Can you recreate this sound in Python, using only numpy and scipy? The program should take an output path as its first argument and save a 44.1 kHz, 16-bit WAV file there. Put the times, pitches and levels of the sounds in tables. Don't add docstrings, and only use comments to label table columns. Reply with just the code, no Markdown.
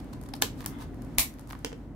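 import sys
import numpy as np
from scipy import signal
from scipy.fft import rfft, irfft
from scipy.io import wavfile
from scipy.ndimage import uniform_filter1d

SR = 44100
rng = np.random.default_rng(int(sys.argv[2]) if len(sys.argv) > 2 else 0)


def bounce(signal):
    frames = np.transpose(np.atleast_2d(signal))
    limited = np.clip(frames, -1, 1)
    pcm = np.round(limited * 32767).astype(np.int16)
    wavfile.write(sys.argv[1], SR, pcm)


N = 85995

# f/Hz, density/dB
FAR_EDGE_SPECTRUM = [(200, -8.5), (500, -8.5), (950, -2.5), (1500, -12.5), (2300, 3.5), (2900, -4.5),
                     (3800, -1), (5000, -3.5), (7000, -1.5), (10000, -1.5), (13000, 2), (15500, -6.5)]
# f/Hz, density/dB
TICK_SPECTRUM = [(300, -13.5), (1000, 15), (2500, -9), (4500, -2.5), (8000, -0.5), (12000, 1.5),
                 (15500, -9)]


def amp(db):
    return 10 ** (np.asarray(db) / 20)


def evened(x):
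    return x / np.sqrt(np.mean(x ** 2) + 1e-20)


def read(points, hz):
    f, value = np.transpose(points)
    return np.interp(np.log(hz + 1), np.log(f), value)


def add(mix, s, sound):
    start = max(round(s * SR), 0)
    part = mix[:, start:][:, :sound.shape[1]]
    part += sound[:, :part.shape[1]]


def colour(x, spectrum, size=4096):
    hz = abs(np.fft.fftfreq(size, 1 / SR))
    log_gain = np.log(amp(read(spectrum, hz)))
    response = np.exp(np.conj(signal.hilbert(log_gain)))
    taps = np.fft.ifft(response).real[:size // 2]
    return signal.fftconvolve(x, taps[None], axes=1)[:, :x.shape[1]]


def pair(count, likeness):
    a, b = rng.standard_normal((2, count))
    c = np.clip(likeness, -1, 1)
    common = np.sqrt((1 + c) / 2) * a
    opposed = np.sqrt((1 - c) / 2) * np.array([b, -b])
    return common + opposed


def grains(count, spread_db, likeness, size=12):
    deviation = np.clip(rng.standard_normal(count // size + 1), -2, 2)
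    strength = amp(spread_db * deviation)
    return pair(count, likeness) * np.repeat(strength, size)[:count]


def burst(spectrum, rise_s, decay_s, likeness, tilt_db=0, count=2048, size=70):
    grain_db = 3.5
    t = np.arange(count) / SR
    shape = np.minimum(t / rise_s, 1) * np.exp(-np.maximum(t - rise_s, 0) / decay_s)
    fractures = grains(count, grain_db, likeness) * shape
    z = rfft(np.pad(fractures, ((0, 0), (count, count))))
    power = uniform_filter1d((abs(z) ** 2).mean(0), size)
    flat = irfft(z / np.sqrt(power + 1e-12))[:, count:-count]
    tilted = [(hz, db + tilt_db * np.log2(hz / 1000)) for hz, db in spectrum]
    x = colour(flat, tilted)
    return evened(x) * np.sqrt(.005 * SR / count)


def ring(modes, phase_spread):
    t = np.arange(SR // 2) / SR
    out = np.zeros((2, len(t)))
    for hz, db, t60 in modes:
        phase = phase_spread * rng.standard_normal((2, 1))
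        out += amp(db - 60 * t / t60) * np.sin(2 * np.pi * hz * t + phase)
    return out


def room(x):
    # f/Hz, t60/s
    reverberation = [(250, 0.18), (700, 0.19), (1800, 0.23), (4600, .2), (12000, 0.17)]
    wall_s, early_db = .0095, -5
    t = np.arange(SR // 2) / SR
    taps = pair(len(t), .1) * np.where(t < wall_s, amp(early_db), 1) * (t > .002)
    hz, when, z = signal.stft(taps, SR, nperseg=256)
    decay = amp(-60 * when / read(reverberation, hz)[:, None])
    tail = signal.istft(z * decay, SR, nperseg=256)[1]
    unit_tail = tail / np.linalg.norm(tail[0])
    return signal.fftconvolve(x, unit_tail, axes=1)[:, :N]


def swells(rows):
    t = np.arange(N) / SR
    return sum(amp(db) * np.exp(-.5 * ((t - s) / width) ** 2) for s, width, db in rows)


def cuts():
    # t/s, level/dB, rise/s, decay/s, room send/dB, left-right/dB, sheet ring/dB
    cracks = [(0.3358, -33, 0.0029, .0012, -11.5, 4, -50), (0.4204, -16.5, .0026, 0.0016, -7.5, 2.5, -25),
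              (.6608, -27, 0.00021, 0.0019, -8, 2, -46), (1.1830, -15.5, .0015, 0.0014, -3, 4, -35)]
    grip_spectrum = [(200, -12), (330, 2), (600, -9), (820, 12.5), (1200, -8.5), (2200, -7), (3100, -7),
                     (4000, -2.5), (5200, 0), (6500, -21), (10000, -10.5), (15000, -20)]
    rim_spectrum = [(150, -10.5), (260, 0), (550, 1.5), (900, -8), (1300, -2.5), (1750, -7.5), (2100, -8.5),
                    (2700, -5), (3450, -3.5), (5000, -6), (8000, -7), (10000, -13.5), (12000, -6.5),
                    (15500, -14)]
    split_spectrum = [(250, -4), (500, -2), (750, 3), (1000, 10.5), (1500, 1), (2800, -5.5), (4200, -3.5),
                      (5500, 3.5), (7500, -2), (11000, 4), (15000, 2)]
    # f/Hz, level/dB, t60/s
    sheet_modes = [(843, -1.5, 0.041), (1022, -7, .07), (1733, 1, 0.051), (3140, -5, .08), (3490, 1, 0.026),
                   (4260, -6, .04)]
    spectra = (grip_spectrum, rim_spectrum, split_spectrum, FAR_EDGE_SPECTRUM)
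    near, sent = np.zeros((2, 2, N))
    for (s, db, rise, decay, room_db, pan_db, ring_db), spectrum in zip(cracks, spectra):
        crack = amp(db) * burst(spectrum, rise, decay, likeness=.2)
        add(near, s, crack * amp([[pan_db / 2], [-pan_db / 2]]))
        add(near, s + rise, amp(ring_db) * ring(sheet_modes, .4))
        add(sent, s, crack * amp(room_db))
    return near + room(sent)


def blades_shut():
    # f/Hz, level/dB, t60/s
    blade_modes = [(894, -11, 0.32), (1065, -10, .22), (2250, -4.5, 0.2), (2334, 0, 0.14),
                   (3639, -11.5, 0.14), (4240, -7.5, .18), (6360, -11, 0.12), (8800, -7, .15)]
    shut_s, blades_db = 1.184, -31
    shiver_s, shiver_db, shiver_rise_s, shiver_t60 = 1.191, -19.5, .0026, .19
    jolt_hz, jolt_db, jolt_s, jolt_pan_db = 50, -28.5, .0066, 7
    out = np.zeros((2, N))
    t = np.arange(SR // 4) / SR
    add(out, shut_s, amp(blades_db) * ring(blade_modes, .9))
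    noise = evened(colour(pair(len(t), likeness=-.1), FAR_EDGE_SPECTRUM))
    fade = np.minimum(t / shiver_rise_s, 1) * np.exp(-np.log(1000) * t / shiver_t60)
    add(out, shiver_s, amp(shiver_db) * noise * fade)
    envelope = t / jolt_s * np.exp(1 - t / jolt_s)
    jolt = amp(jolt_db) * envelope * np.sin(2 * np.pi * jolt_hz * t)
    add(out, shut_s, jolt * amp([[jolt_pan_db / 2], [-jolt_pan_db / 2]]))
    return out


def offcut():
    # t/s, clack level/dB, brightness/(dB per octave), thud level/dB
    drops = [(1.6468, -28.5, 0.5, -26.5), (1.718, -40.5, -7, -58), (1.728, -46, -2.5, -33)]
    # f/Hz, density/dB
    clack_spectrum = [(300, -2), (700, -2), (950, 3.5), (1250, -8), (1550, 2.5), (2400, -1.5), (3050, 4),
                      (3900, -7.5), (5200, -0.5), (8000, -6), (11000, -16), (15500, -15.5)]
    # f/Hz, level/dB, t60/s
    table_modes = [(279, -10.5, 0.21), (456, -2, 0.062), (490, -14.5, 0.11)]
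    out = np.zeros((2, N))
    for s, clack_db, tilt_db, thud_db in drops:
        clack = burst(clack_spectrum, rise_s=.00056, decay_s=.0021, likeness=.34, tilt_db=tilt_db)
        add(out, s, amp(clack_db) * clack)
        add(out, s, amp(thud_db) * ring(table_modes, .43))
    return out


def knocks():
    # t/s, level/dB, brightness/(dB per octave)
    knock_events = [(0.2877, -50, -4.5), (.606, -42.5, 5.5), (.626, -47.5, 1.5), (0.644, -45, 2.5),
                    (0.651, -47.5, 5), (.819, -46, -5.5), (1.386, -54.5, 5.5), (1.502, -46, 7),
                    (1.5079, -40, 3), (1.5302, -38.5, 0), (1.551, -43.5, -1)]
    # f/Hz, density/dB
    knock_spectrum = [(250, -17), (600, -0.5), (1050, 7), (1450, 0.5), (1850, 0.5), (2600, -9), (4500, -14),
                      (8000, -29), (15000, -29)]
    out = np.zeros((2, N))
    for s, db, tilt_db in knock_events:
        knock = burst(knock_spectrum, rise_s=.0005, decay_s=.0016, likeness=.46, tilt_db=tilt_db)
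        add(out, s, amp(db) * knock)
    return out + amp(-12) * room(out)


def ticks():
    # t/s, level/dB
    tick_events = [(0.044, -58), (0.2136, -51), (.227, -56), (.236, -50), (0.288, -50.5), (0.3525, -45),
                   (0.3633, -50), (0.369, -62), (.577, -59), (0.59, -57), (0.6172, -51), (.787, -55),
                   (0.944, -58), (1.0205, -50.5), (1.047, -56.5), (1.149, -61), (1.339, -53), (1.3943, -48),
                   (1.409, -57), (1.4735, -52.5), (1.484, -60), (1.492, -52), (1.523, -46), (1.590, -55.5),
                   (1.777, -71.5)]
    out = np.zeros((2, N))
    for s, db in tick_events:
        add(out, s, amp(db) * burst(TICK_SPECTRUM, rise_s=.00022, decay_s=.0022, likeness=.1))
    return out


def rubbing():
    # middle t/s, width/s, level/dB
    rubs = [(.003, 0.002, -46.5), (.134, 0.0034, -46), (.262, 0.0035, -51), (.292, .004, -54),
            (.605, 0.023, -53.5), (.820, 0.016, -47), (1.105, .03, -75), (1.402, 0.025, -66.5),
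            (1.505, 0.013, -57)]
    # middle t/s, width/s, level/dB
    strains = [(.418, 0.001, -29), (.6425, 0.0012, -45), (1.182, .0018, -36.5)]
    # t/s, level/dB
    handling = [(0, -58), (.3, -62.5), (.7, -56.5), (.9, -61.5), (1.15, -58.5), (1.4, -61.5), (1.6, -59.5),
                (1.8, -62.5), (1.95, -69)]
    rub_spectrum = [(300, -6), (900, 20), (2000, 1.5), (4000, 6), (7000, 0), (11000, -0.5), (15500, -5)]
    squeak_spectrum = [(600, -6), (1000, 3), (1500, -4), (1950, -6), (2070, 6), (2200, -16), (3000, -14),
                       (3500, -4), (4500, -40), (15000, -44)]
    rustle_spectrum = [(400, 5), (1000, 7.5), (2000, 1), (4000, -7), (8000, -12), (15500, -16.5)]
    grain_db = 2.5
    squeak_s, squeak_width_s, squeak_db = .764, .063, -54.5
    t = np.arange(N) / SR
    scrape_noise = evened(colour(grains(N, grain_db, likeness=.24, size=40), rub_spectrum))
    scrape = swells(rubs) * scrape_noise
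    strain = swells(strains) * evened(colour(grains(N, grain_db, likeness=.3), TICK_SPECTRUM))
    squeak_noise = evened(colour(pair(N, likeness=.19), squeak_spectrum))
    squeak = swells([(squeak_s, squeak_width_s, squeak_db)]) * squeak_noise
    rustle_level = amp(np.interp(t, *np.transpose(handling)))
    rustle = rustle_level * evened(colour(pair(N, likeness=.15), rustle_spectrum))
    return scrape + strain + squeak + rustle


def rumble():
    # f/Hz, density/dB
    low_spectrum = [(25, -29), (38, -1.5), (60, -1.5), (90, 4), (140, 3.5), (190, -4), (240, 3), (285, 2.5),
                    (370, -9), (480, -12.5), (700, -16), (1200, -27.5), (2000, -32), (4000, -72),
                    (8000, -69.5), (15500, -63.5)]
    # t/s, level/dB
    low_level = [(0, -40.5), (.3, -40.5), (.85, -40), (1.15, -39.5), (1.33, -45), (1.65, -45),
                 (1.95, -43.5)]
    hum_hz, hum_db = 49.23, -48.5
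    t = np.arange(N) / SR
    noise = evened(colour(pair(N, likeness=.88), low_spectrum, size=16384))
    level = amp(np.interp(t, *np.transpose(low_level)))
    hum = amp(hum_db) * np.sqrt(2) * np.sin(2 * np.pi * hum_hz * t)
    return level * noise + hum


def scene():
    small = ticks() + rubbing() + offcut()
    return cuts() + blades_shut() + knocks() + small + amp(-7) * room(small) + rumble()


def record(dry):
    ceiling, edge_hz = 1.0, 15800
    rounded = ceiling * np.tanh(dry / ceiling)
    low_pass = signal.firwin(255, edge_hz, window=("kaiser", 9), fs=SR)
    return signal.oaconvolve(rounded, low_pass[None], "same")


dry = scene()
out = record(dry)
bounce(out)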